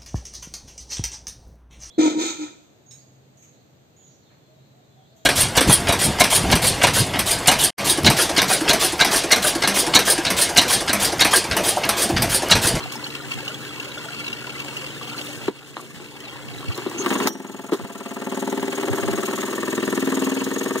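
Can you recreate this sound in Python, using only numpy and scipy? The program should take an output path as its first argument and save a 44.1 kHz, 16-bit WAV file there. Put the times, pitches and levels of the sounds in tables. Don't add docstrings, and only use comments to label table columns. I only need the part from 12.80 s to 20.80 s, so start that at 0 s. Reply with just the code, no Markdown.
import sys
import numpy as np
from scipy import signal
from scipy.fft import rfft, irfft, next_fast_len
from scipy.io import wavfile
from scipy.ndimage import uniform_filter1d, map_coordinates

SR = 44100
rng = np.random.default_rng(int(sys.argv[2]) if len(sys.argv) > 2 else 0)


def natural_amplitude(level_db):
    exponent = np.asarray(level_db, float) / 20
    return 10 ** exponent


def file_out(sig):
    cols = np.atleast_2d(sig).T
    lim = np.clip(cols, -1, 1)
    pcm = np.round(lim * 32767).astype(np.int16)
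    wavfile.write(sys.argv[1], SR, pcm)


N = 352800
TIME = np.arange(N) / SR
PAWL_S = 4.475

# time in seconds, level in dB.
FIRING_LEVEL = [(4.16, -36), (4.2, -44), (4.26, -32), (4.33, -25), (4.38, -29.5), (4.44, -27.5),
                (4.54, -27), (4.7, -28.5), (5.03, -27.5), (5.4, -25.5), (5.65, -23), (6.2, -23.5),
                (6.65, -27), (7.0, -28.5), (7.25, -27.5), (7.45, -26.5), (7.65, -30.5), (8.0, -28)]
# time in seconds, firings a second.
SPEED = [
    (4.072, 21.178),
    (4.75, 20.656),
    (5.1, 18.596),
    (5.4, 19.196),
    (5.65, 19.555),
    (6.6, 20.141),
    (8.05, 20.639),
]
# time in seconds, share of the side view from 0 to 1.
WALK = [
    (4.5, .6),
    (5.0, 0.35),
    (5.8, 0.3),
    (6.3, 0.3),
    (6.75, 0.89),
    (7.5, 0.85),
    (8, 1),
]
# four dB values for thump, crack, intake hiss and churn.
# From the front, over the firing strength, in dB.
FRONT_DB = (0.5, -5.5, -19, -7.5)
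SIDE_DB = (0.64, 0.18, 5.5, 0.66)
PULLED_DB = (-2.5, -9, 3, 3)
# seconds after firing, level in dB.
ECHOES = [
    (.004, 0),
    (.0116, -9),
    (.0193, -14),
    (.0269, -19),
]
# pitch in Hz, width in Hz, level in dB.
LEG_FRONT = [(212, 34, 1.5), (260, 124, -9.5), (314.5, 8.8, 3.5), (396, 28, 2), (497, 14, -15),
             (551, 24.5, -3), (682.5, 11.3, 2.5), (870, 33, 0.5)]
# pitch in Hz, width in Hz, level in dB.
LEG_SIDE = [(212, 32, -2), (276.4, 47, -8.5), (334, 10.7, 3), (387, 30, -6), (435.3, 11.6, -2),
            (476, 31.6, -5), (613, 28, -11), (1799, 83, -9.5)]
# time in seconds, level in dB.
SLOSH = [(4.5, -2), (5.2, -8), (5.6, -2), (5.9, -2.5), (6.2, -7), (6.6, -5), (7.0, -7.5), (7.25, -1.5),
         (7.45, -0.5), (7.65, -1.5), (8.0, -6.5)]
# pitch in Hz, width in Hz, level in dB.
COWL = [(944, 93, 12.5), (1150, 264, 12), (1362, 82, 7), (1580, 80, 8), (1715, 700, 6), (2890, 930, 3.5),
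        (4100, 4300, -12.5), (8600, 2600, -15), (15600, 500, -12)]
# frequency in Hz, level in dB.
SLAP = [(2200, -23), (3400, 0.5), (4800, -15), (6500, 1.5), (8500, 5), (10500, -5.5), (16000, -12)]
# pitch in Hz, width in Hz, level in dB.
REED = [(3300, 2400, 1), (6060, 420, 2.5), (6555, 450, 5.5), (9100, 2250, -1.5), (11340, 470, 2),
        (14790, 2700, -2.5)]
# time in seconds, half length in seconds, level in dB.
GASP = (4.203, 0.022, -32.5)
# frequency in Hz, level in dB.
CHURN = [(150, -16), (300, 14.5), (800, 1), (1500, 2.5), (2500, -1.5), (4500, -9), (5700, -16),
         (8000, -13.5), (10500, -17.5), (16000, -46)]

# time in seconds, clicks a second, level in dB.
ROPE = [
    (3.9, 40, -60),
    (4.0, 50, -46),
    (4.15, 80, -43),
    (4.24, 140, -35),
    (4.35, 180, -32),
    (4.46, 200, -33),
    (4.48, 200, -70),
]
# time in seconds, pitch in Hz, level in dB.
WHIRR = [
    (4.06, 298.5, -59),
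    (4.15, 335.8, -38),
    (4.201, 344.4, -29),
    (4.251, 369, -36),
    (4.35, 369.6, -36.5),
    (4.461, 384.3, -27.5),
    (4.49, 384, -62),
]
# time in seconds, peak in dB, seconds to fall 60 dB.
STROKES = [(4.113, -23.5, 0.067), (4.182, -34, 0.06), (4.235, -28, 0.07), (4.245, -23, 0.065),
           (4.26, -8.5, 0.052), (4.304, -8.5, 0.071), (4.325, -14.5, 0.05), (4.353, -14, 0.081),
           (4.4, -14, 0.078), (4.423, -19, 0.054), (4.463, -15, 0.075)]
# pitch in Hz, level in dB, seconds to fall 60 dB.
PAWL = [(3080, -38, .2), (5772, -33, .3), (5790, -44, .2), (14270, -35, .1), (14580, -36, .08),
        (14060, -39, .07)]
# time in seconds, peak in dB, crack
# over the peak in dB, seconds for the thud to fall 60 dB, seconds for the crack to fall 60 dB.
KNOCKS = [(0.004, -35.5, 6.5, 0.12, 0.36), (2.68, -14, -3.5, 0.075, 0.051), (2.967, -37, 20.5, 0.13, 0.024),
          (2.976, -46, 18, 0.09, 0.065), (3, -45.5, 14.5, 0.081, 0.04), (3.024, -37, -5, 0.12, 0.036),
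          (3.199, -34.5, 2, 0.24, .04), (3.527, -35, -2, 0.075, 0.054), (3.801, -36, -1, 0.065, .04),
          (3.844, -36.5, 6, .06, .05), (3.902, -47, 17, .09, 0.087), (3.978, -26, 2.5, 0.13, 0.11),
          (4.019, -33.5, 8.5, 0.065, 0.045), (4.062, -19, -6, 0.092, 0.12), (4.472, -25, 18, 0.19, 0.039),
          (4.9195, -14.5, -8, 0.086, 0.074), (4.9259, -15.5, -9, 0.052, 0.057),
          (4.933, -23.5, 4, 0.13, 0.084), (4.943, -36, 0, 0.062, 0.063)]
# pitch in Hz, width in Hz, level in dB.
STAND = [(183, 40, -8), (256, 49, 1), (338, 49, 10), (407, 77, 8), (600, 360, -8.5), (1150, 74, -22)]
# frequency in Hz, level in dB.
SNAP = [(300, -19), (1100, 2), (1900, -9), (4000, -9), (6800, -38), (10000, -41), (14300, -39),
        (17000, -30)]
# time in seconds, level in dB, seconds to fall 60 dB.
TICKS = [(0.121, -32.5, 0.11), (0.154, -34, .03), (.54, -31, 0.027), (.65, -32, 0.027), (2.967, -42, 0.015),
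         (3.402, -37, .03), (3.975, -27.5, 0.025), (3.953, -36, 0.043), (4.097, -30, 0.02),
         (4.471, -17.5, 0.061), (4.916, -42, 0.06), (4.93, -34, 0.14), (7.641, -28.5, 0.061),
         (7.665, -44, 0.035)]

# time in seconds, peak in dB, pitch in Hz.
DRIPS = [(0.058, -22.5, 730), (0.122, -27, 1105), (0.155, -21, 870), (0.196, -27, 1430), (0.228, -25, 1010),
         (0.262, -28, 1390), (0.401, -24, 1400), (0.442, -26.5, 1520), (0.59, -24.5, 1590),
         (0.67, -26, 1440), (0.704, -25, 1380), (0.856, -28, 1580), (0.907, -27, 1270), (0.982, -35, 1410),
         (1.175, -20.5, 1400), (1.217, -29, 1410), (1.259, -31, 840), (1.286, -20.5, 1400),
         (1.347, -31, 1270), (1.438, -37, 1410), (1.537, -29, 1430), (1.622, -27, 1400), (1.644, -21, 1450),
         (1.674, -24, 990), (1.724, -32, 1430), (1.935, -34, 1090), (2.042, -32, 1390), (2.098, -37, 877),
         (2.213, -21, 1150), (2.275, -30, 805), (2.314, -29, 1300), (2.346, -23, 1340), (2.681, -18, 940),
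         (2.821, -26, 1400), (2.966, -29, 990), (2.995, -18, 1130), (3.472, -27, 825), (3.558, -24, 970),
         (3.829, -23, 1120), (3.909, -27, 1160)]
# time in seconds, peak in dB, pitch in Hz.
SPATTER = [(0.0308, -27, 4080), (0.123, -28, 3310), (0.162, -31, 5260), (0.2415, -20, 4300),
           (0.2658, -22, 2940), (0.3022, -31, 3910), (0.3227, -42, 3380), (0.364, -34, 3880),
           (0.4224, -39, 5200), (0.5364, -25, 3280), (0.6499, -36, 3550), (0.6792, -16.5, 2850),
           (0.743, -22, 3300), (0.7911, -38, 2670), (0.844, -38, 3490), (0.8916, -28, 3340),
           (0.999, -18.5, 2690), (1.0475, -29, 3240), (1.116, -28, 3830), (1.1807, -25.5, 3400),
           (1.2171, -35, 3220), (1.255, -27, 3270), (1.288, -32, 4450), (1.3269, -33, 3240),
           (1.392, -29, 3290), (1.4506, -34, 2800), (1.4792, -18, 2730), (1.529, -17, 2750),
           (1.8003, -20.5, 2670), (1.8806, -40, 3060), (1.968, -18, 2790), (2.064, -23, 2730),
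           (2.1046, -27, 3020), (2.225, -28, 3250), (2.276, -28.5, 3240), (2.3231, -32, 3480),
           (2.3795, -23, 4340), (2.4129, -25.5, 3220), (2.4673, -30, 3500), (2.531, -29, 3080)]
# time in seconds, peak in
# dB, pitch in Hz.
LATE_SPATTER = [(2.7203, -43, 3420), (2.7792, -34, 3230), (2.9678, -35, 4060), (3.0494, -33, 3150),
                (3.2581, -40, 3290), (3.3128, -41, 3260), (3.404, -28, 3040), (3.4526, -40, 3830),
                (3.494, -27, 3200), (3.523, -33, 3100), (3.6018, -37, 2930), (3.6256, -33, 3290),
                (3.738, -31, 3780), (3.7825, -27.5, 3820), (3.8067, -33, 3280), (3.906, -42, 3200),
                (3.946, -28, 4100)]
# frequency in Hz, level in dB.
STREAM = [(200, 3.5), (500, -11.5), (800, 3.5), (1500, 3.5), (2700, 2), (4500, -2.5), (5800, -11.5),
          (7500, -6), (11000, -19), (16000, -15.5)]
# pitch in Hz, width in Hz, level in dB.
DRUM = [(1400, 50, 3), (2233, 34, 10), (2692, 173, 11.5), (3280, 180, 2.5), (4435, 260, 1)]
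# time in seconds, level in dB, half length in seconds.
RUSTLES = [
    (1.943, 4.5, 0.19),
    (2.487, 12.5, 0.13),
    (3.07, 10, 0.21),
    (3.75, 2, 0.069),
]
# start in seconds, end in seconds, fade in seconds, share left.
SHADE = (2.48, 4.3, 0.12, 0.74)
# pitch in Hz, width in Hz, level in dB.
HUM = [(232.4, 24, -2), (294, 28, -1), (370, 95, -1), (498, 183, -5)]
# pitch in Hz, level over the hum in dB.
HUM_LINES = [(82, -22), (120, -8.5), (139, -4.5), (167, -12.5), (224, -13), (295, -4.5), (478, -18)]
# start in seconds, length in seconds, first pitch in Hz, last pitch in Hz, level in dB.
CHIRP = [
    (1.41, .1, 4700, 3400, -41),
    (3.425, .08, 4400, 3400, -45),
]
# time in seconds, level in dB, length in seconds.
GUSTS = [(0.057, -34, 0.032), (0.49, -36, .03), (0.576, -31, 0.022), (2.6, -41, 0.065), (3.203, -56, 0.061),
         (3.73, -40, 0.15), (3.895, -19.5, 0.018), (5.033, -31, 0.016), (5.805, -37, 0.024),
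         (6.123, -19.5, 0.018), (6.295, -27.5, 0.089), (7.99, -45, 0.022)]
# frequency in Hz, level in dB.
BUFFET = [(15, -50), (45, -45), (75, 5), (110, 7), (170, 12), (300, -13), (600, -41)]

# frequency in Hz, phase in radians.
LEAD = [(30, 3), (150, 1), (300, .55), (650, .6), (950, 0), (1500, 0), (2440, 3.14), (3700, 6.3),
        (4790, 9.42), (6000, 14), (7800, 9.4), (9900, 3.14), (12600, 9.4), (15100, 15.2), (16000, 14.5)]
# frequency in Hz, share from 0 to 1.
ALIKE = [(100, 1), (1800, 0.69), (3000, 0.054), (5000, 0.4), (7000, 0.34), (9000, .2), (13000, .1)]
# frequency in Hz, level in dB.
LEFT = [(60, 1), (250, -2), (600, -0.5), (950, -1.5), (2420, 2.5), (4700, -1.6), (5800, -8.5), (7500, 0),
        (15000, -3.5)]
# time in seconds, drop in dB.
DUCKS = [
    (2.686, 9),
    (4.481, 12.5),
    (4.93, 11),
]
# frequency in Hz, level in dB.
MIC = [(15, -16), (45, -7), (90, 0), (15750, 0), (15900, -60)]


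def unit(x):
    return x / np.sqrt(np.mean(x ** 2) + 1e-20)


def along(points, hz):
    f, v = np.transpose(points)
    return np.interp(np.log(hz + 1), np.log(f + 1), v)


def over_time(points):
    return np.interp(TIME, *np.transpose(points))


def wobble(rate):
    coarse = np.arange(0, N + 16, 16)
    knots = rng.standard_normal(int(N * rate / SR) + 4)
    return np.interp(np.arange(N), coarse, map_coordinates(knots, [coarse * rate / SR]))


def noise():
    return rng.standard_normal((2, N))


def filtered(x, response):
    m = next_fast_len(N + SR // 2)
    return irfft(rfft(x, m) * response(np.fft.rfftfreq(m, 1 / SR)), m)[..., :N]


def resonant(x, modes):
    def response(f):
        total = 0
        for k, (centre, width, db) in enumerate(modes):
            damping = 1j * f * width
            total = total + (-1) ** k * natural_amplitude(db) * damping / (centre ** 2 - f ** 2 + damping)
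        return total
    return filtered(x, response)


def coloured(x, spectrum):
    return filtered(x, lambda hz: natural_amplitude(along(spectrum, hz)))


def patchy(x, size, bins, frames, depth_db):
    z = signal.stft(x, nperseg=size)[2]
    field = uniform_filter1d(rng.standard_normal(z.shape[1:]), bins, 0)
    field = uniform_filter1d(field, frames, 1)
    return unit(signal.istft(z * natural_amplitude(depth_db * unit(field)), nperseg=size)[1][:, :N])


def bursts(events, rise_s):
    return sum(natural_amplitude(db - 60 * abs(TIME - s) / t60) * np.clip((TIME - s) / rise_s, 0, 1)
               for s, db, t60 in events)


def crank():
    speed = np.interp(TIME, *np.transpose(SPEED), left=0)
    turn = np.cumsum(speed) / SR + 0.0067 * wobble(15)
    whole = np.floor(turn).astype(int)
    size = rng.standard_normal((whole.max() + 2, 3))[whole + 1].T
    fires = np.diff(whole, prepend=-9) > 0
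    since = np.arange(N) - np.maximum.accumulate(np.arange(N) * fires)
    patterns = rng.standard_normal((14, SR // 8))
    habit = map_coordinates(patterns, [turn / 12 + 2, np.minimum(since, SR // 9)], order=1)
    habit = habit / np.hypot(turn / 12 % 1, 1 - turn / 12 % 1)
    return turn - whole, size, since, habit


def lobe(angle, at, rise, fall):
    after = (angle - at) % 1
    return np.clip(after / rise, 0, 1) * np.exp(-after / fall)


def exhaust_thump(angle, size, since, habit, side):
    push = sum(natural_amplitude(db + 2 * wobble(3)) * np.exp(-((since / SR - s) / .00012) ** 2) for s, db in ECHOES)
    gargle = (lobe(angle, -.1, .14, .24) + .13) * (habit + .4 * noise())
    blow = natural_amplitude(.7 * size[0]) * (1.1 * unit(push - push.mean()) + 2.8 * unit(gargle))
    thump = (1 - side) * unit(resonant(blow, LEG_FRONT)) + side * unit(resonant(blow, LEG_SIDE))
    barrel_note = unit(resonant(blow, [(262, 30, 0)]))
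    thump = thump + natural_amplitude(over_time(SLOSH)) * barrel_note
    thump = unit(resonant(thump, [(536, 9400, 0)]))
    thump = coloured(thump, [(60, -31), (110, -22), (150, -8), (190, 2.0)])
    return natural_amplitude(-1) * patchy(thump, 2048, 3, 20, 1.1)


def cowl_crack(angle, size, habit):
    burn = np.exp(-(((angle + .2) % 1 - .275) / .145) ** 2)
    burn = burn + .25 * lobe(angle, .1, .1, .2) + .16 * lobe(angle, .5, .08, .15) + .05
    crack = unit(resonant(natural_amplitude(.9 * size[1]) * burn * (.7 * noise() + habit), COWL))
    slap = unit(coloured(natural_amplitude(size[2]) * burn ** 2 * noise(), SLAP))
    crack = crack + natural_amplitude(-12.5) * slap
    return patchy(coloured(crack, [(600, -12), (950, 0)]), 512, 3, 6, 1.4)


def reed_hiss(angle, size):
    suck = np.exp(-((angle - .64) / 0.19) ** 4)
    air = natural_amplitude(1.5 * size[2]) * (suck + .22) * noise()
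    hiss = unit(resonant(resonant(air, REED), REED))
    return patchy(hiss, 1024, 2, 3, 2.8)


def propeller_churn():
    return unit(coloured(natural_amplitude(1.7 * wobble(30) + 3.9 * wobble(300)) * noise(), CHURN))


def engine():
    angle, size, since, habit = crank()
    side = np.clip(over_time(WALK), 0, 1)
    layers = (exhaust_thump(angle, size, since, habit, side), cowl_crack(angle, size, habit),
              reed_hiss(angle, size), propeller_churn())
    cold_db, cold_s = (-0.54, 0.52, 0.32, -1.7), 4.4
    cold = (TIME > PAWL_S) * np.clip((cold_s - TIME) / 0.18 + .5, 0, 1)
    layers_db = np.c_[list(FRONT_DB)] + np.outer(SIDE_DB, side) + np.outer(PULLED_DB, TIME < PAWL_S)
    layers_db = layers_db + np.outer(cold_db, cold) + over_time(FIRING_LEVEL)
    gulp_s, half_s, gulp_db = GASP
    gulp = natural_amplitude(gulp_db) * np.exp(-((TIME - gulp_s) / half_s) ** 4) * unit(resonant(noise(), REED[1:3]))
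    running = np.clip((TIME - 4.1) / 0.15, 0, 1)
    return running * sum(natural_amplitude(db) * layer for db, layer in zip(layers_db, layers)) + gulp


def rope():
    s, rate, db = np.transpose(ROPE)
    teeth = np.cumsum(np.interp(TIME, s, rate) * natural_amplitude(1.5 * wobble(40))) / SR
    clicks = np.exp(-(teeth % 1) / .12) * natural_amplitude(3 * wobble(90)) * noise()
    cowl = [(860, 150, 0), (1400, 160, -16), (3300, 1000, -24), (6800, 280, -25)]  # Hz, width Hz, dB
    rasp = unit(resonant(clicks, STAND[2:] + cowl))
    return natural_amplitude(np.interp(TIME, s, db, -120, -120)) * rasp


def strokes():
    return natural_amplitude(-6) * bursts(STROKES, 0.0016) * unit(resonant(noise(), COWL))


def pulley():
    s, hz, db = np.transpose(WHIRR)
    phase = 2 * np.pi * np.cumsum(np.interp(TIME, s, hz)) / SR + 1.5 * wobble(70)
    level_db = np.interp(TIME, s, db, -120, -120) + 5 * wobble(60)
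    return natural_amplitude(level_db) * (np.sin(phase) + 0.15 * np.sin(3 * phase))


def knocks():
    thud, crack, ring = np.zeros((2, N)), np.zeros((2, N)), np.zeros(N)
    t = np.arange(SR // 3) / SR
    for s, db, crack_db, t60, crack_t60 in KNOCKS:
        at = slice(round(s * SR), round(s * SR) + len(t))
        shake = rng.standard_normal((2, len(t))) * natural_amplitude(-60 * t / t60)
        push = 0.9 * t / 0.00078 * np.exp(-t / 0.00046)
        thud[:, at] += natural_amplitude(db + 22) * (push + 0.28 * shake * (1 - np.exp(-t / 0.0039)))
        fall = natural_amplitude(db + crack_db + 8 - 60 * t / crack_t60) * (1 - np.exp(-t / .0025))
        click = 3.5 * (abs(t - .002) < .00008)
        crack[:, at] += fall * (rng.standard_normal((2, len(t))) + click)
    pawl = sum(natural_amplitude(db - 60 * t / t60) * np.sin(2 * np.pi * hz * t) for hz, db, t60 in PAWL)
    ring[round(PAWL_S * SR):][:len(t)] = pawl
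    return resonant(thud, STAND) + coloured(crack, SNAP) + ring


def ticks():
    bright = [(1500, -20), (4000, 13.5), (7000, 9.5), (10000, 4.0), (14500, 3.0)]  # Hz, dB
    return bursts(TICKS, 0.0013) * unit(coloured(noise(), bright))


def bubble(hz, t60, slide, rise_s):
    t = np.arange(SR // 16) / SR
    tone = np.sin(2 * np.pi * hz * t * (1 + slide * t))
    return tone * natural_amplitude(-60 * t / t60) * (1 - np.exp(-t / rise_s))


def drips():
    out, wall = np.zeros(N + SR), np.zeros(N + SR)
    t = np.arange(SR // 16) / SR
    for s, db, hz in DRIPS:
        out[round(s * SR):][:len(t)] += natural_amplitude(db - 4.5) * bubble(hz, 0.04, 0.81, 0.00028)
    later_spatter = [(s, db + 1, hz) for s, db, hz in LATE_SPATTER]
    for s, db, hz in list(SPATTER) + later_spatter:
        out[round(s * SR):][:len(t)] += natural_amplitude(db - 1.0) * bubble(hz, 0.043, 0.81, 0.00028)
        rattle = rng.standard_normal(len(t)) * natural_amplitude(-60 * t / 0.031) * (1 - np.exp(-t / 0.0023))
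        wall[round(s * SR):][:len(t)] += natural_amplitude(db + 3) * rattle
    wall_colour = [(1800, -40), (2700, 1), (4200, -2.5), (6500, -12), (10000, -21), (16000, -20)]  # Hz, dB
    return out[:N] + coloured(wall[:N], wall_colour)


def gurgles():
    out = np.zeros(N + SR)
    for when, pitch, size, slide in rng.random((260, 4)):
        gurgle = bubble(500 * 7 ** pitch, 0.082, 5 * (slide - .4), 0.0027)
        out[round(when * 4.4 * SR):][:len(gurgle)] += natural_amplitude(-14 * size) * gurgle
    return out[:N]


def trickle():
    start, end, fade, left = SHADE
    screened = 1 - (1 - left) * np.clip(np.minimum(TIME - start, end - TIME) / fade + .5, 0, 1)
    flow = natural_amplitude(0.53 * wobble(9) + 1.25 * wobble(60) + 1.6 * wobble(400)) * noise()
    stream = patchy(unit(coloured(flow, STREAM)), 1024, 4, 4, 3)
    wall = unit(resonant(natural_amplitude(3.0 * wobble(30) + 5.2 * wobble(150)) * noise(), DRUM)) * screened
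    spray = natural_amplitude(2.5 * wobble(25.74) + 2.8 * wobble(120)) * noise()
    spray = unit(coloured(spray, [(3000, -4), (7000, 4.5), (10000, -1.0), (16000, -8)]))
    swell_db = sum(db * np.exp(-((TIME - s) / half) ** 2) for s, db, half in RUSTLES)
    water = natural_amplitude(-3.5) * stream + natural_amplitude(-2.5) * wall + natural_amplitude(2.0) * gurgles()
    return natural_amplitude(-35.5) * water + natural_amplitude(-54 + swell_db) * spray


def far_fan():
    hum = unit(resonant(resonant(noise(), HUM), [(278, 2000, 0)]))
    for hz, db in HUM_LINES:
        hum = hum + natural_amplitude(db + 2.4 * wobble(5)) * np.sin(2 * np.pi * hz * TIME + 1.29 * wobble(3.2))
    return natural_amplitude(-42.5) * hum


def yard():
    held_db = -2.5
    return natural_amplitude(held_db * (TIME > PAWL_S)) * (trickle() + far_fan()) + drips()


def bird():
    out = np.zeros(N)
    for s, length, from_hz, to_hz, db in CHIRP:
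        u = np.arange(round(length * SR)) / (length * SR)
        cycles = length * (from_hz * u + (to_hz - from_hz) * u ** 2 / 2)
        out[round(s * SR):][:len(u)] = natural_amplitude(db) * np.sin(np.pi * u) * np.sin(2 * np.pi * cycles)
    return natural_amplitude(3 * wobble(70)) * out


def wind():
    buffet = unit(coloured(noise()[0], BUFFET))
    gusts = 0
    for s, db, length in GUSTS:
        after = TIME - s
        thump = 0.61 * buffet + 0.71 * np.sin(2 * np.pi * 105 * after)
        gusts = gusts + natural_amplitude(db) * np.exp(-(after / length) ** 2) * thump
    return gusts + natural_amplitude(-54.0 + 1.3 * wobble(2.1)) * buffet


def gain_control():
    climb_db_per_s, attack_s = 6.5, 0.0058
    drops = [np.clip(db - climb_db_per_s * (TIME - s), 0, None) * np.clip((TIME - s) / attack_s, 0, 1)
             for s, db in DUCKS]
    return natural_amplitude(-np.max(drops, axis=0))


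def ports(paths):
    # (Hz, dB)
    creep = [(600, -10.0), (2400, -28), (3600, -18.5), (4750, -9.5), (6000, -3.5), (9000, -1.0)]

    def half_lead(hz):
        return np.interp(hz, *np.transpose(LEAD)) / 2

    def mid_response(hz):
        return np.array([np.cos(half_lead(hz)), 0.91 * natural_amplitude(along(creep, hz))])

    def side_response(hz):
        alike = np.clip(along(ALIKE, hz), 0, 1)
        shares = np.array([alike, np.sqrt(1 - alike ** 2)])
        return 1j * np.sin(half_lead(hz)) * shares + np.array([0 * hz, natural_amplitude(along(creep, hz))])

    mid = filtered(paths, mid_response).sum(axis=0)
    side = filtered(paths, side_response).sum(axis=0)
    pair = filtered(np.array([mid + side, mid - side]),
                    lambda hz: natural_amplitude(np.outer([.5, -.5], along(LEFT, hz))))
    push = wind()
    return pair + np.array([[1.01], [-1.04]]) * push + 0.17 * np.roll(push, SR // 400)


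def scene():
    steady = gain_control() * (engine() + yard())
    starter = rope() + strokes() + pulley()
    return ports(steady + starter + knocks() + ticks() + bird())


def low_pass(x):
    return signal.sosfilt(signal.butter(12, 16450, fs=SR, output="sos"), x)


def record(dry):
    held = dry / (1 + np.abs(dry / .55) ** 4) ** .25
    finished = coloured(held, MIC)
    return low_pass(finished)


dry = scene()
out = record(dry)
file_out(out)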